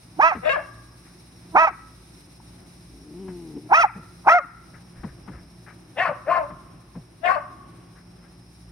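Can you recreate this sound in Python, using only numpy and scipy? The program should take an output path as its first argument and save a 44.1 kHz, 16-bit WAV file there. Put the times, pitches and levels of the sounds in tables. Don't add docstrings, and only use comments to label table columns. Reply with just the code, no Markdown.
import sys
import numpy as np
from scipy import signal
from scipy.fft import rfft, irfft, next_fast_len
from scipy.io import wavfile
from scipy.ndimage import uniform_filter1d

SR = 44100
rng = np.random.default_rng(int(sys.argv[2]) if len(sys.argv) > 2 else 0)


def transcribe(signal):
    frames = np.atleast_2d(signal).T
    limited = np.clip(frames, -1, 1)
    pcm = np.round(limited * 32767).astype(np.int16)
    wavfile.write(sys.argv[1], SR, pcm)


N = 384111
T = np.arange(N) / SR

# t/s, relative insect level/dB, spray level/dB
TREBLE_LEVELS = [(0, -63.5, -61), (4.2, -63.5, -61), (5.45, -63.5, -65), (5.75, -66.5, -63.5),
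                 (7.7, -69, -66), (8.1, -64, -65.5), (8.7, -64.5, -65)]


def from_db(db):
    return 10 ** (np.asarray(db) / 20)


def rms_one(x):
    return x / np.sqrt(np.mean(x ** 2) + 1e-20)


def in_time(rows, t):
    times, *columns = np.transpose(rows)
    return [np.interp(t, times, column) for column in columns]


def gain_at(spectrum, hz):
    points_hz, points_db = np.transpose(spectrum)
    return from_db(np.interp(np.log(hz + 0.001042), np.log(points_hz), points_db))


def butterworth(x, order, hz, kind):
    return signal.sosfilt(signal.butter(order, hz, kind, fs=SR, output="sos"), x)


def noise(spectrum, size):
    hz = np.arange(size // 2 + 1) * SR / size
    roll_off = np.minimum(1, hz / spectrum[0][0]) ** 2 / np.maximum(1, hz / spectrum[-1][0]) ** 2
    white = rfft(rng.standard_normal(size))
    return rms_one(irfft(white * gain_at(spectrum, hz) * roll_off, size))


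def moving_noise(colour, length, size=384):
    hz, times, frames = signal.stft(rng.standard_normal(length), SR, nperseg=size)
    gain = colour(hz[:, None], np.minimum(times * SR, length - 1).astype(int))
    shaped = frames * gain / np.sqrt(np.mean(gain ** 2, axis=0))
    return signal.istft(shaped, SR, nperseg=size)[1][:length]


def diffuse_noise(spectrum, side_db, coherent_below_hz):
    side, mid = (noise(spectrum, next_fast_len(N))[:N] for _ in range(2))
    side = butterworth(side, 2, coherent_below_hz, "high")
    return mid + from_db(side_db) * side * [[1], [-1]]


def drift(rate_hz, size):
    at = np.arange(size) * rate_hz / SR
    knots = np.random.default_rng(rng.integers(1 << 30)).standard_normal(int(at[-1]) + 2)
    return np.interp(at, np.arange(len(knots)), knots)


def swell(width_s):
    u = np.arange(int(3 * width_s * SR)) / (width_s * SR) * 2.9
    return u ** 2 * np.exp(2 * (1 - u))


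def add(out, start_s, sound):
    start = max(0, int(start_s * SR))
    out[start:start + len(sound)] += sound[:N - start]


def pan(x, pan_db):
    return x * from_db(np.array([[.5], [-.5]]) * pan_db)


def distant_rumble():
    spectrum = [(15, -55), (25, -46.5), (44, -8), (88, -8.5), (119, -3), (141, -4), (173, -8.5),
                (250, -10.5), (362, -9), (418, -22), (858, -21.5), (912, -24), (1140, -24.5), (3400, -37),
                (4420, -69.5), (7480, -120)]
    return from_db(-51 + 1.8 * drift(5.5, N)) * diffuse_noise(spectrum, side_db=-3.5, coherent_below_hz=380)


def air_conditioner():
    partials = [(57.5, -58), (116, -58), (174, -56.5)]  # f/Hz, level/dB
    hum = 0
    for hz, level_db in partials:
        amplitude = np.sqrt(2) * from_db(level_db + 3.3 * drift(6.8, N))
        phase = 2 * np.pi * np.cumsum(hz + 2.7 * drift(18, N)) / SR
        hum = hum + amplitude * np.sin(phase)
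    return hum


def insects():
    song = [(4400, -35), (4900, 1.5), (5060, -1), (5140, 7.5), (5220, 2.5), (5470, 1.5), (5535, 11.5),
            (5600, -7), (5850, -10.5), (6400, -33.5)]
    level_db, _ = in_time(TREBLE_LEVELS, T)
    envelope = from_db(level_db - 0.86 + 1.3 * drift(90, N))
    return envelope * diffuse_noise(song, side_db=-8.5, coherent_below_hz=366.6)


def sprinkler(right_lag_s=.000026):
    # f/Hz, relative level/dB
    heard_hiss = [(2300, 0), (3200, -8.5), (3950, 1.5), (4550, -4.5), (6200, -2.5), (7400, -18.5),
                  (8500, -0.5), (10000, 1), (11500, -7), (13000, -17.5), (16000, -17)]
    _, level_db = in_time(TREBLE_LEVELS, T)
    envelope = from_db(level_db + 1.6 * drift(43, N))
    size = next_fast_len(N)
    hz = np.arange(size // 2 + 1) * SR / size
    left = noise(heard_hiss, size)
    right = irfft(rfft(left) * np.exp(-2j * np.pi * hz * right_lag_s), size)
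    direct = from_db(-11.5) * np.array([left, right])[:, :N]
    return envelope * (direct + diffuse_noise(heard_hiss, side_db=0.5, coherent_below_hz=380))


def voice(t, pitch, level_db, doubling, rough, bright, burst_db, timbre, jitter, scatter_rad, shimmer,
          half_fade, rasp_db, rasp_hz, hiss_hz, hiss_db, mouth=None):
    def colour(hz, at):
        tilt_db = bright[at] * np.log2(np.clip(hz, 100, 3000) / 1000)
        return gain_at(timbre, hz) * from_db(tilt_db) * (mouth(hz, at) if mouth else 1)

    pitch = pitch * (1 + jitter * rough * drift(350, len(t)))
    phase = 2 * np.pi * np.cumsum(pitch) / SR + scatter_rad * drift(1100, len(t))
    stray = 0.64 * drift(220, len(t))
    tone, power = 0, 0
    for k in np.arange(1, 36) / 2:
        hz, partial_phase = k * pitch, k * phase
        gain = colour(hz, slice(None)) / np.sqrt(1 + (hz / hiss_hz) ** 4)
        if k % 1:
            gain *= doubling * min(1, 2 / k) ** half_fade
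            partial_phase += stray * np.sqrt(k)
        flutter = 1 + shimmer * rough * np.sqrt(hz / 1000) * drift(200, len(t))
        tone = tone + gain * flutter * np.sin(partial_phase + rng.uniform(0, 2 * np.pi))
        power = power + gain ** 2 / 2
    tone = tone / np.sqrt(power)
    air = moving_noise(colour, len(t))
    rasp = rough * from_db(rasp_db) * butterworth(air, 2, rasp_hz, "high")
    hiss = np.sqrt(rough) * from_db(hiss_db + burst_db) * butterworth(air, 2, hiss_hz, "high")
    breath = (rasp + hiss) * (1 + .5 * np.cos(phase))
    out = np.zeros(N)
    add(out, t[0], from_db(level_db) * (tone + breath) * signal.windows.tukey(len(t), .06))
    return out


def air_push(curve, attack_db_per_s, release_db_per_s, burst_db, burst_s):
    start, end = curve[0][0], curve[-1][0]
    t = np.arange(int((start - .03) * SR), int((end + .03) * SR)) / SR
    pitch, level_db, rough, *others = uniform_filter1d(np.array(in_time(curve, t)), size=128, axis=1)
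    level_db = level_db - attack_db_per_s * np.maximum(start - t, 0)
    level_db = level_db - release_db_per_s * np.maximum(t - end, 0)
    burst = burst_db * np.exp(-np.maximum(t - start, 0) / burst_s)
    return dict(t=t, pitch=pitch, level_db=level_db, rough=np.clip(rough, 0, 1), burst_db=burst), others


def near_dog():
    # t/s, f/Hz, level/dB, roughness (0-1), period doubling (0-1), tilt/(dB/octave)
    barks = [
        [(.188, 313.7, -33, 0.56, 0.04, -21), (.203, 414, -7, 0.12, 0.06, -6.5),
         (.220, 582, -13.5, 0.36, 0, 4.5), (.243, 639, -6.5, 0.09, 0.5, 4), (.277, 672, -10.5, 0, 1, 9.5),
         (.289, 659, -14.5, 0.2, 0.1, 7), (.312, 603, -21, 0.15, .1, 3.5), (.322, 387, -16, 0.02, 0.2, 1),
         (.338, 352, -29.5, 0.37, 0.2, 6.5)],
        [(1.547, 322.4, -30.5, 0.36, 0.09, -14.5), (1.560, 410, -2, 0.28, 0.2, -6),
         (1.579, 596, -4.5, 0.09, 0.38, 4), (1.606, 651, -7.5, 0.11, 0.3, 6), (1.638, 650, -9, 0.14, 1, 6),
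         (1.652, 654, -9, 0, .1, 3), (1.667, 612, -21, 0.02, 0.16, 6.5), (1.678, 404, -11.5, 0.08, 0.6, 7.5),
         (1.692, 363, -25, 0.48, 0.2, 4)],
        [(3.714, 340, -21, 0.38, 0.2, -5.5), (3.728, 434, -2.5, 0.2, 0.25, -2),
         (3.750, 620.5, -7.5, 0.25, 0.15, 10), (3.785, 674.4, -10, 0.29, 0.12, 8),
         (3.802, 706, -8.5, 0.25, 0, 11), (3.830, 624, -13, 0.4, 0.1, 12), (3.835, 483.3, -15, 0.3, 0.35, 6.5),
         (3.847, 416, -4, 0, 0.3, 2.5), (3.858, 368, -21.5, 0.3, 0.1, 3)],
        [(4.267, 320.7, -25, 0.66, 0.4, -6), (4.282, 428.5, 3.5, 0.08, 0.35, 1.5),
         (4.298, 628, -1.5, 0.26, 0.07, 5.5), (4.320, 655, -2.5, 0.24, 0.18, 6.5),
         (4.345, 713.4, -4, 0.19, 0, 5), (4.375, 713.7, -6.5, 0, 0.02, 2.5), (4.390, 628, -12, 0.3, 0, 2.5),
         (4.403, 553, -27, 0.3, 0.01, -15)],
    ]
    # f/Hz, gain/dB
    timbre = [(150, -25), (350, -16), (500, -27.5), (630, -7), (830, 15), (1020, -2), (1330, -3),
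              (1620, -9.5), (1950, -17), (2200, -9), (2600, -17.5), (2880, -38.5), (4000, -41), (4650, -42),
              (5800, -31), (6600, -46.5), (7600, -56.5), (10000, -42), (13000, -67)]
    out = np.zeros(N)
    for curve in barks:
        push, (doubling, bright) = air_push(curve, attack_db_per_s=1101, release_db_per_s=998.5,
                                            burst_db=10.5, burst_s=0.059)
        out += voice(**push, doubling=doubling, bright=bright, timbre=timbre,
                     jitter=.07, scatter_rad=0.055, shimmer=1.66, half_fade=1.4,
                     rasp_db=-10.5, rasp_hz=600, hiss_hz=3270, hiss_db=-3.5)
    return out


def woofs(fall=0.467, throat_hz=197):
    events = [(0.349, 287, -31, -33, 0.052), (1.702, 430, -42, -49, 0.032), (4.432, 387, -40.5, -55, 0.033),
              (3.28, 236, -41, -45, 0.045), (3.946, 224, -35.5, -53.5, 0.072),
              (5.033, 214, -30, -38.5, 0.059), (5.276, 223.6, -35.5, -41, 0.064),
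              (6.071, 203, -38, -69, 0.06), (6.502, 206.9, -39.5, -44.5, 0.057),
              (6.951, 210.4, -34.5, -49.5, 0.062)]
    puff_spectrum = [(150, 1.5), (300, 3.5), (500, -6.5), (950, 1.5), (1400, -6), (2000, -9), (3000, -24.5),
                     (8000, -52)]
    chest, puffs = np.zeros(N), np.zeros(N)
    for start_s, hz, chest_db, puff_db, width_s in events:
        body, burst = swell(width_s), swell(.5 * width_s)
        pitch = hz * np.exp(-fall * np.arange(len(body)) / (width_s * SR))
        phase = 2 * np.pi * np.cumsum(pitch) / SR
        breath = noise([(60, -6), (throat_hz, 0), (500, -14)], len(body))
        tone = np.sin(phase) + 0.041 * np.sin(2 * phase) + 0.46 * breath
        add(chest, start_s, from_db(chest_db) * body * rms_one(tone))
        add(puffs, start_s - .003, from_db(puff_db) * burst * noise(puff_spectrum, len(burst)))
    return chest, puffs


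def far_dog(formant_half_width_hz=110):
    # t/s, f/Hz, level/dB, roughness (0-1),
    # tilt/(dB/octave), jaw opening (0-1), formant f/Hz, formant gain/dB
    barks = [
        [(.436, 249, -34.5, 0.31, -4, 1, 3500, 2), (.458, 299.2, -25, 0.6, -1.5, 1, 3500, -4),
         (.480, 316.2, -18.5, 0.17, -2, 1, 3500, 1), (.492, 309, -21, 0.27, -3, 0.8, 1680, -13),
         (.496, 535, -20.5, 0.04, 3.5, 0.94, 1636, 3), (.509, 553, -18.5, 0.07, 3, .9, 1660, 11),
         (.524, 536.4, -20.5, 0.1, 5, 0.9, 1628, 5.5), (.540, 594.6, -25, 0.25, 3.5, 0.1, 1785, 3),
         (.561, 560, -25, .1, 0.5, 0.14, 1690, 12), (.566, 345, -26.5, .1, -6, 0.4, 1700, 8),
         (.578, 314, -25.5, .08, -7, .6, 1700, 1), (.592, 281, -32, 0.1, -3, 0.3, 1700, 8)],
        [(5.972, 254.6, -36, 0.33, -2, 1, 1530, 6), (5.987, 316, -24, 0.55, -0.5, 0.9, 2190, -3),
         (6.002, 351.6, -22, 0.39, 0, 0.95, 1840, 8), (6.022, 381, -22, 0.26, 2.5, 0.43, 1830, 12),
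         (6.040, 378.7, -20.5, 0.26, 1.5, 0.3, 1130, 9), (6.062, 339.2, -28, 0.81, 1, 0.3, 1200, 10),
         (6.088, 320.8, -31, 0.82, 0, 0, 1550, 16), (6.105, 296, -24.5, 0.25, -8, 0.1, 1250, 2),
         (6.122, 250, -37, 0.25, -12, 0.2, 1250, -5)],
        [(6.272, 267.5, -37, 0.4, -4, .7, 1550, 5), (6.288, 313, -20.5, 0.2, -9.5, 0.94, 1520, 15),
         (6.306, 348.3, -23.5, 0.54, -1, 0, 1074, 2), (6.322, 355.5, -22.5, 0.46, 0.5, 0.06, 1082, 3.5),
         (6.352, 357, -23.5, 0.54, 0, 0.06, 1056, 7.5), (6.378, 343, -21.5, 0.6, -1.5, 0, 1450, 10),
         (6.394, 323, -27, 0.03, -7, 0, 1400, -5), (6.410, 305.7, -27, 0, -6, 0.24, 1400, -4),
         (6.440, 283, -30.5, .1, -13, 0, 1400, 0)],
        [(7.240, 324.8, -34, 0.38, -1.5, 1, 2000, -5), (7.259, 348.5, -21, .3, 0, 0.95, 3480, 7),
         (7.272, 358.7, -19, .35, -2.5, .85, 2000, 5), (7.285, 362, -22, 0.41, 0.5, 0.7, 1950, 15),
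         (7.298, 363.8, -22, 0.6, -0.5, 0.07, 1100, -0.5), (7.324, 377, -19.5, 0.36, -1, .05, 1120, 4.5),
         (7.338, 386.2, -32.5, 0.88, 4, 0, 1630, 16), (7.356, 365.6, -27, 0.2, 3, 0, 1610, 1.5),
         (7.368, 313, -25.5, 0.3, -9, 0.1, 1135, 10), (7.383, 280.7, -29.5, 0.3, -3.5, 0, 1130, 5)],
    ]
    closed_jaw = [(200, -48), (400, -33.5), (540, -4), (700, 0), (880, -7.5), (1100, 4.5), (1300, -10),
                  (1550, -5.5), (2000, -15), (2550, -16), (2950, -27.5), (3450, -46.5), (4000, -31.5),
                  (4450, -31.5), (5000, -36), (7000, -50), (8200, -37.5), (13000, -52)]
    open_jaw = [(200, -45), (400, -23.5), (540, -1.5), (700, 2), (880, -18.5), (1100, -15), (1450, -16.5),
                (1650, -11), (1950, -6.5), (2250, -15), (2550, -15), (2800, -12), (3150, -25),
                (3500, -17.5), (4000, -35.5), (4500, -37.5), (6000, -43), (8200, -38), (13000, -56)]
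    out = np.zeros(N)
    for curve in barks:
        push, (bright, jaw, formant_hz, lift_db) = air_push(
            curve, attack_db_per_s=1297, release_db_per_s=898, burst_db=1, burst_s=0.029)

        def mouth(hz, at):
            gape = (gain_at(open_jaw, hz) / gain_at(closed_jaw, hz)) ** np.clip(jaw[at], 0, 1)
            detuning = (hz - formant_hz[at]) / formant_half_width_hz
            return gape * from_db(lift_db[at] / (1 + detuning ** 2))

        out += voice(**push, doubling=0.5 * push["rough"], bright=bright, timbre=closed_jaw, mouth=mouth,
                     jitter=0.056, scatter_rad=0.022, shimmer=1.45, half_fade=.7,
                     rasp_db=-0.5, rasp_hz=950, hiss_hz=4600, hiss_db=-13.5)
    return out


def rustles():
    events = [(1.042, -59, 0.087), (3.278, -53, 0.05), (4.73, -50.5, 0.066), (4.94, -57.5, 0.11),
              (5.054, -55, 0.081), (5.306, -52, 0.12), (5.657, -46.5, 0.081), (7.949, -56.5, 0.078),
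              (8.215, -60, 0.083)]
    spectrum = [(300, -1.5), (900, 0), (1700, 7), (2300, -1.5), (3200, -22), (8000, -39.5)]  # f/Hz, relative spectral level/dB
    out = np.zeros(N)
    for start_s, level_db, width_s in events:
        envelope = swell(1.01 * width_s)
        add(out, start_s, from_db(level_db) * envelope * noise(spectrum, len(envelope)))
    return out


def tick(start_s=2.4, hz=910, level_db=-45.5, width_s=0.0083):
    out, envelope = np.zeros(N), swell(width_s)
    add(out, start_s, from_db(level_db) * envelope * np.sin(2 * np.pi * hz * T[:len(envelope)]))
    return out


def growl():
    curve = [(2.88, 145.3, -48.5), (3.03, 139.2, -48), (3.132, 152, -39), (3.208, 196.2, -33.5),
             (3.296, 184.5, -33.5), (3.478, 162.3, -37), (3.536, 142.3, -37.5), (3.575, 139.9, -28.5),
             (3.616, 151.7, -47.5), (3.69, 152.2, -31)]
    roughness = [(148, 0.56), (175, 0.24)]
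    closed_mouth = [(90, -14), (180, 4.5), (370, 7.5), (520, -25.5), (850, -15), (1500, -37), (3000, -30.5),
                    (6000, -63)]
    t = np.arange(int(curve[0][0] * SR), int(curve[-1][0] * SR)) / SR
    pitch, level_db = in_time(curve, t)
    rough = np.interp(pitch, *np.transpose(roughness))
    return voice(t, pitch, level_db - 3.5, doubling=rough, rough=rough, bright=np.zeros(len(t)),
                 burst_db=2, timbre=closed_mouth, jitter=0.1075, scatter_rad=0.018, shimmer=0.5,
                 half_fade=0.83, rasp_db=-7.5, rasp_hz=100, hiss_hz=4023, hiss_db=-1)


def paws():
    landings = [(4.965, -44), (5.08, -49), (5.32, -41), (5.392, -46), (6.06, -63), (6.963, -54)]  # t/s, level/dB
    out, envelope = np.zeros(N), swell(width_s=0.084)
    for start_s, level_db in landings:
        thud = noise([(35, -4), (60, 1), (110, -10), (250, -19)], len(envelope))
        add(out, start_s, from_db(level_db) * envelope * thud)
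    return out


def place(x, stereo, shadow_hz, treble_lead_s, presence_db):
    pan_db, lag_s = in_time(stereo, T)
    low = signal.sosfiltfilt(signal.butter(3, shadow_hz, fs=SR, output="sos"), x)
    left = np.interp(T - lag_s, T, low) + np.interp(T + treble_lead_s, T, x - low)
    ports = np.array([left, x])
    presence = butterworth(ports, 1, [1800, 2700], "band")
    return pan(ports - presence + pan(presence, presence_db), pan_db)


def yard(x, echoes, scatter_db, scatter_t60, tail_db, tail_t60, tail_hz, tail_octaves, band_hz):
    t = T[:SR * 3 // 2]
    build_up = np.minimum(t / 0.0065, 1)
    mid, side = rng.standard_normal((2, 2, 1, len(t))) * build_up
    scatter, tail = mid + 0.62 * side * [[1], [-1]]
    tail = butterworth(tail, 1, tail_hz * 2 ** (tail_octaves * np.array([-.5, .5])), "band")
    response = scatter * from_db(scatter_db - 60 * t / scatter_t60)
    response += tail * from_db(tail_db - 60 * t / tail_t60)
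    for delay_s, level_db, pan_db in echoes:
        response[:, int(delay_s * SR)] += pan(from_db(level_db), pan_db)[:, 0]
    response = butterworth(response, 2, band_hz, "band")
    return signal.fftconvolve([x], response, axes=1)[:, :N]


def scene():
    # t/s, left-right level/dB, left-right delay/s
    near_stereo = [(0, -5, 0.00021), (1.601, -3.5, 0.00018), (3.85, -1.5, .00019), (4.26, -0.5, 0.00014)]
    far_stereo = [(.498, 7.9, -0.00081), (6, 6.6, -.00005), (6.351, 6, -.00006), (7.3, 10, -0.0047)]
    # delay/s, level/dB, left-right level/dB
    near_reflections = [(0.02, -26, 12), (0.057, -21.5, 7.5), (0.111, -35, 4.5), (.215, -51, 15)]
    far_reflections = [(.0075, -12, 16), (.019, -15.5, 0.5), (.052, -20, 4), (.165, -41.5, 17)]
    near, far, growling = near_dog(), far_dog(), growl()
    chest, puffs = woofs()
    small_sounds = puffs + rustles() + tick()
    direct = place(near, near_stereo, shadow_hz=3080, treble_lead_s=.000035, presence_db=3.5)
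    direct += place(far, far_stereo, shadow_hz=3100, treble_lead_s=.000046, presence_db=-5.5)
    direct += pan(growling, 2.5) + pan(chest, 0.9) + pan(small_sounds, 8.0) + paws()
    near_echo = yard(near + small_sounds, near_reflections, scatter_db=-59.5, scatter_t60=0.69,
                     tail_db=-66, tail_t60=0.7, tail_hz=1250, tail_octaves=0.48, band_hz=[1086, 2150])
    far_echo = yard(far, far_reflections, scatter_db=-42, scatter_t60=0.41,
                    tail_db=-47, tail_t60=1.11, tail_hz=1187, tail_octaves=0.41, band_hz=[300, 3170])
    background = distant_rumble() + air_conditioner() + insects() + sprinkler()
    return direct + near_echo + pan(far_echo, 0.79) + background


def gain_control(x, threshold_db, squeeze, release_db_per_s):
    power = uniform_filter1d(np.mean(x ** 2, axis=0), size=256)
    level_db = 10 * np.log10(np.maximum(power, 1e-12))
    cut_db = squeeze * np.maximum(level_db - threshold_db, 0)
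    held_db = np.maximum.accumulate(cut_db + release_db_per_s * T) - release_db_per_s * T
    return x * from_db(-uniform_filter1d(held_db, size=128))


def record(dry, cutoff_hz=15800):
    even = gain_control(dry, threshold_db=-13.0, squeeze=0.64, release_db_per_s=25.0)
    rounded = even / (1 + (even / .95) ** 6) ** (1 / 6)
    return signal.sosfilt(signal.ellip(10, .1, 80, cutoff_hz, fs=SR, output="sos"), rounded)


dry = scene()
out = record(dry)
transcribe(out)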